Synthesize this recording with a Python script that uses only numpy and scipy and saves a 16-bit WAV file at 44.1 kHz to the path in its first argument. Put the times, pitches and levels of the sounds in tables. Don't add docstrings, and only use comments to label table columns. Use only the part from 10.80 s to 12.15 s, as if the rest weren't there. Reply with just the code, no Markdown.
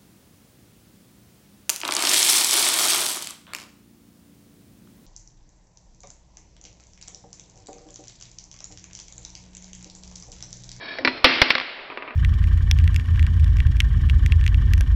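import sys
import numpy as np
from scipy import signal
from scipy.fft import rfft, irfft
from scipy.io import wavfile
from scipy.ndimage import uniform_filter1d

SR = 44100
rng = np.random.default_rng(int(sys.argv[2]) if len(sys.argv) > 2 else 0)


def digitize_waveform(pressure):
    field = np.atleast_2d(pressure).T
    bounded = np.clip(field, -1, 1)
    quanta = np.round(bounded * 32767).astype(np.int16)
    wavfile.write(sys.argv[1], SR, quanta)


N = 59535
T = np.arange(N) / SR
HZ = np.fft.rfftfreq(2 * N, 1 / SR)

# start in seconds, level in dB, treble corner in Hz, then clatter, surface ring, room and
# microphone overload thump trims in dB.
BALL_BOUNCES = [(.4435, 14, 5000, 4.5, 4, 4, -25), (.6166, 11.5, 14000, -1, -2.5, -1.5, -19.5),
                (.7042, 2.5, 10000, 4, -8.5, -14, -37), (.7523, -4.5, 4700, -3, 4, -10, -55),
                (.7819, -11, 4300, -14, 1, 2, -54), (.8003, -18.5, 4000, 3, 7.5, 8.5, -53),
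                (.8115, -17, 4000, -20, -13, -2, -51), (.8200, -29, 4000, 1, -5, -6, -53.5)]
# start in seconds, level in dB, treble corner in Hz, track ring trim in dB.
BALL_KNOCKS = [(.2488, -1, 5500, 4), (.2752, -0.37, 3170, 0)]
# start in seconds, level in dB, treble corner in Hz, click trim in dB.
DULL_TAPS = [(.991, -22, 4000, -17), (1.1005, -17, 3300, -18), (1.117, -20.5, 3000, -16),
             (1.1742, -13.5, 4230, 0), (1.2237, -15.5, 2900, -3.5), (1.2775, -18.5, 2700, -3),
             (1.282, -19, 2800, -18), (1.3076, -20, 2370, -4)]
# frequency in Hz, relative level in dB, T60 in seconds.
SURFACE_MODES = [(263.3, -36, 0.29), (341.4, -45.5, 0.75), (521, -23, 0.081), (663, -28.5, 0.057),
                 (844, -31, 0.084), (1171, -40.5, 0.41), (1372, -44, 0.12), (1635, -46, 0.34),
                 (1790, -43, .45), (1878, -41, .3), (1946, -43, .4), (2115, -40, 0.75), (2350, -62.5, 0.25),
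                 (2660, -38, 0.43), (2800, -41, 0.29), (3338, -39, 0.24), (3770, -52, 0.237),
                 (4200, -39, 0.23)]
TRACK_MODES = [(260, -23, .12), (329.4, -26, 0.18), (575, -25.5, .09), (747, -31, .08), (967, -26.5, 0.13),
               (1535, -27, 0.076), (1964, -21, .08), (2120, -41.5, 0.24), (2356, -16.5, 0.056),
               (2670, -35.5, .04), (4070, -28, 0.14), (4440, -31.5, 0.13)]
BUMP_MODES = [(509.4, -26, 0.12), (612, -20.5, 0.053), (1860, -23, 0.042), (1980, -14.5, 0.016)]
TAP_MODES = [(263.8, -24, 0.2), (413, -25, 0.3), (624.5, -25.5, 0.45), (979, -19.5, 0.22),
             (1075, -30.5, .16), (1227, -20.5, 0.23), (2420, -18, 0.073), (2610, -13.5, 0.062)]
# centre in Hz, half-width in Hz, relative level in dB.
ROLL_RESONANCES = [(306, 130, -8.5), (657, 47, -11), (1040, 88, -10), (1715, 77, 0), (2330, 83, -2.5),
                   (3290, 78, -10.5), (3850, 160, -6.5), (4425, 140, -7.5), (5340, 220, -15)]
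STAND_RESONANCES = [(100, 50, -15), (260.7, 8.3, -5.5), (353, 75, -6), (640, 130, -7.5)]
FITTING_RESONANCES = [(1350, 200, -4), (2500, 160, 0.5), (3400, 300, -3), (4160, 28, -2), (4330, 65, -6.5),
                      (5200, 300, -14)]
# time in seconds, level in dB.
ROLL_ENVELOPE = [(0, -43), (.04, -35.5), (0.087, -33), (0.141, -37), (0.174, -37), (.2, -40.5), (.23, -51),
                 (.3, -78)]
STAND_ENVELOPE = [(.12, -68), (0.189, -39), (0.236, -40), (.29, -36.5), (.37, -40), (.44, -44), (.6, -39),
                  (.85, -66)]
FITTING_ENVELOPE = [(.25, -71.5), (.28, -28.5), (.315, -40.5), (.345, -41), (.372, -38.5), (.4, -45),
                    (.44, -44.5), (.5, -80)]
# frequency in Hz, relative density in dB.
BOUNCE_SPECTRUM = [(30, -35.5), (80, -24), (160, -18), (300, -8), (600, -6.5), (1200, -1), (2200, 2.5),
                   (3200, -0.5), (4500, -3), (5300, -1.5), (6000, -10.5)]
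KNOCK_SPECTRUM = [(30, -43), (70, -40.5), (140, -14.5), (300, -4), (600, -5), (1100, -3.5), (2000, 4.5),
                  (2500, 0), (3100, -5.5), (4500, -3.5), (6000, -7)]
TAP_SPECTRUM = [(40, -41), (170, -32), (350, 0), (700, -4), (1100, 2), (1500, -3.5), (2500, 2.5),
                (3200, -10.5), (4500, -17.5), (6000, -28)]
ROOM_SPECTRUM = [(40, -43), (170, -10), (300, -3), (600, -7.5), (1200, -8), (2200, -3), (3200, -7),
                 (4500, -7.5), (6000, -15)]
FLOOR_SPECTRUM = [(20, -7), (60, -17.5), (110, -15), (200, -12), (280, -5), (600, 1.5), (1100, -3),
                  (2200, -8.5), (3500, -41.5), (5000, -31), (6000, -31.5)]
# frequency in Hz, T60 in seconds.
ROOM_DECAY = [(100, 0.5), (300, 0.5), (700, 1.03), (2000, 1.52), (3500, 1.36), (5500, 0.73)]
# frequency in Hz, gain in dB.
MIC_RESPONSE = [(4800, -1), (5300, -2), (5800, -10), (6150, -22), (6500, -60), (7200, -91)]


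def bounce(level_db, corner_hz, clatter_db, ring_db, room_db, mic_thump_db, echo_hz=2164):
    gain = spectrum(BOUNCE_SPECTRUM) * soft_contact(corner_hz)
    crack = amp(2) * click(gain) + amp(-4) * noise(gain) * decay(0.018)
    clatter = amp(clatter_db - 18) * noise(gain) * decay(0.064) * rise(0.0013)
    surface = amp(ring_db) * ring(SURFACE_MODES)
    tail = amp(room_db - 35) * room(spectrum(ROOM_SPECTRUM))
    sound = crack + clatter + surface + tail + amp(mic_thump_db) * mic_thump()
    reflection = amp(2.5) * np.sin(2 * np.pi * echo_hz * T) * decay(0.0067) * rise(0.00067)
    add(sound, reflection, start_s=0.0029)
    return amp(level_db) * sound


def knock(level_db, corner_hz, ring_db):
    gain = spectrum(KNOCK_SPECTRUM) * soft_contact(corner_hz)
    clatter = amp(-7) * noise(gain) * decay(0.037) * rise(0.00021)
    track = amp(ring_db) * ring(TRACK_MODES)
    return amp(level_db) * (amp(-11) * click(gain) + clatter + track + amp(-38) * room(gain))


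def tap(level_db, corner_hz, click_db):
    gain = spectrum(TAP_SPECTRUM) * soft_contact(corner_hz)
    clatter = amp(-13) * noise(gain) * decay(0.04) * rise(0.00059)
    body = amp(-4) * ring(TAP_MODES)
    return amp(level_db) * (amp(click_db) * click(gain) + clatter + body + amp(-30) * room(gain))


def ramp_bump():
    return ring(BUMP_MODES) + amp(-27) * noise(spectrum(KNOCK_SPECTRUM)) * decay(0.033)


def rubbing(resonances, envelope, grit_db, flutter_depth, flutter_hz):
    body = sum(amp(db) * noise(1 / (1 + ((HZ - hz) / half_width_hz) ** 2))
               for hz, half_width_hz, db in resonances)
    flutter = np.exp(flutter_depth * noise(1 / (1 + (HZ / flutter_hz) ** 4)))
    grit = amp(grit_db) * noise(spectrum(BOUNCE_SPECTRUM))
    level_db = np.interp(T, *np.transpose(envelope))
    return (unit(body) + grit) * flutter * amp(level_db)


def ring(modes, blur_hz=14):
    sound = np.zeros(N)
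    for hz, db, t60_s in modes:
        wander_rad = np.cumsum(rng.standard_normal(N)) * np.sqrt(2 * np.pi * blur_hz / SR)
        phase_rad = 2 * np.pi * (hz * T + rng.random()) + uniform_filter1d(wander_rad, size=441)
        sound += amp(db) * decay(t60_s) * rise(1 / hz) * np.sin(phase_rad)
    return sound


def click(gain):
    cepstrum = irfft(np.log(gain + 1e-5))
    log_minimum_phase = rfft(2 * cepstrum[1:N], 2 * N) * np.exp(-2j * np.pi * HZ / SR)
    pulse = irfft(np.exp(log_minimum_phase))[:N]
    return pulse / abs(pulse).max()


def soft_contact(corner_hz):
    return 1 / np.sqrt(1 + (HZ / corner_hz) ** 4)


def mic_thump(length_s=0.007):
    return np.sin(np.pi * np.minimum(T / length_s, 1))


def room(gain):
    diffuse = rfft(rng.standard_normal(2 * N)) * gain
    bands_hz = np.geomspace(100, 6000, 7)
    tail = np.zeros(N)
    for hz, share in zip(bands_hz, np.eye(len(bands_hz))):
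        band_gain = lookup(list(zip(bands_hz, share)), HZ)
        tail += irfft(diffuse * band_gain)[:N] * decay(lookup(ROOM_DECAY, hz))
    return tail / np.std(irfft(diffuse)) * rise(0.0031)


def background(level_db=-44.5):
    return amp(level_db) * noise(spectrum(FLOOR_SPECTRUM))


def noise(gain):
    return unit(irfft(rfft(rng.standard_normal(2 * N)) * gain)[:N])


def spectrum(table, cutoff_hz=6500):
    return amp(lookup(table, HZ)) / np.sqrt(1 + (HZ / cutoff_hz) ** 24)


def lookup(table, hz):
    points_hz, values = np.transpose(table)
    return np.interp(np.log(hz + 1), np.log(points_hz + 1), values)


def decay(t60_s):
    return np.exp(-np.log(1000) * T / t60_s)


def rise(tau_s):
    return 1 - np.exp(-T / tau_s)


def amp(db):
    return 10 ** (np.asarray(db) / 20)


def unit(x):
    return x / np.sqrt(np.mean(x ** 2) + 1e-20)


def add(mix, sound, start_s):
    part = mix[round(start_s * SR):]
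    part += sound[:len(part)]


def scene():
    mix = background()
    mix += rubbing(ROLL_RESONANCES, ROLL_ENVELOPE, grit_db=-9, flutter_depth=0.25, flutter_hz=71)
    mix += rubbing(STAND_RESONANCES, STAND_ENVELOPE, grit_db=-8.5, flutter_depth=0.15, flutter_hz=45)
    mix += rubbing(FITTING_RESONANCES, FITTING_ENVELOPE, grit_db=-4.5, flutter_depth=0.15, flutter_hz=45)
    add(mix, ramp_bump(), start_s=0.1858)
    for events, source in (BALL_KNOCKS, knock), (BALL_BOUNCES, bounce), (DULL_TAPS, tap):
        for start_s, *settings in events:
            add(mix, source(*settings), start_s)
    return mix[None]


def record(dry):
    overload, ceiling, edge_hz = 0.73, 0.715, 16300
    saturated = dry / (1 + (dry / overload) ** 8) ** (1 / 8)
    narrow = irfft(rfft(saturated, 2 * N) * amp(lookup(MIC_RESPONSE, HZ)))
    clipped = np.clip(narrow, -ceiling, ceiling)
    lowpass = signal.firwin(255, edge_hz, window=("kaiser", 9), fs=SR)
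    return signal.oaconvolve(clipped, lowpass[None], "same")[:, :N]


dry = scene()
out = record(dry)
digitize_waveform(out)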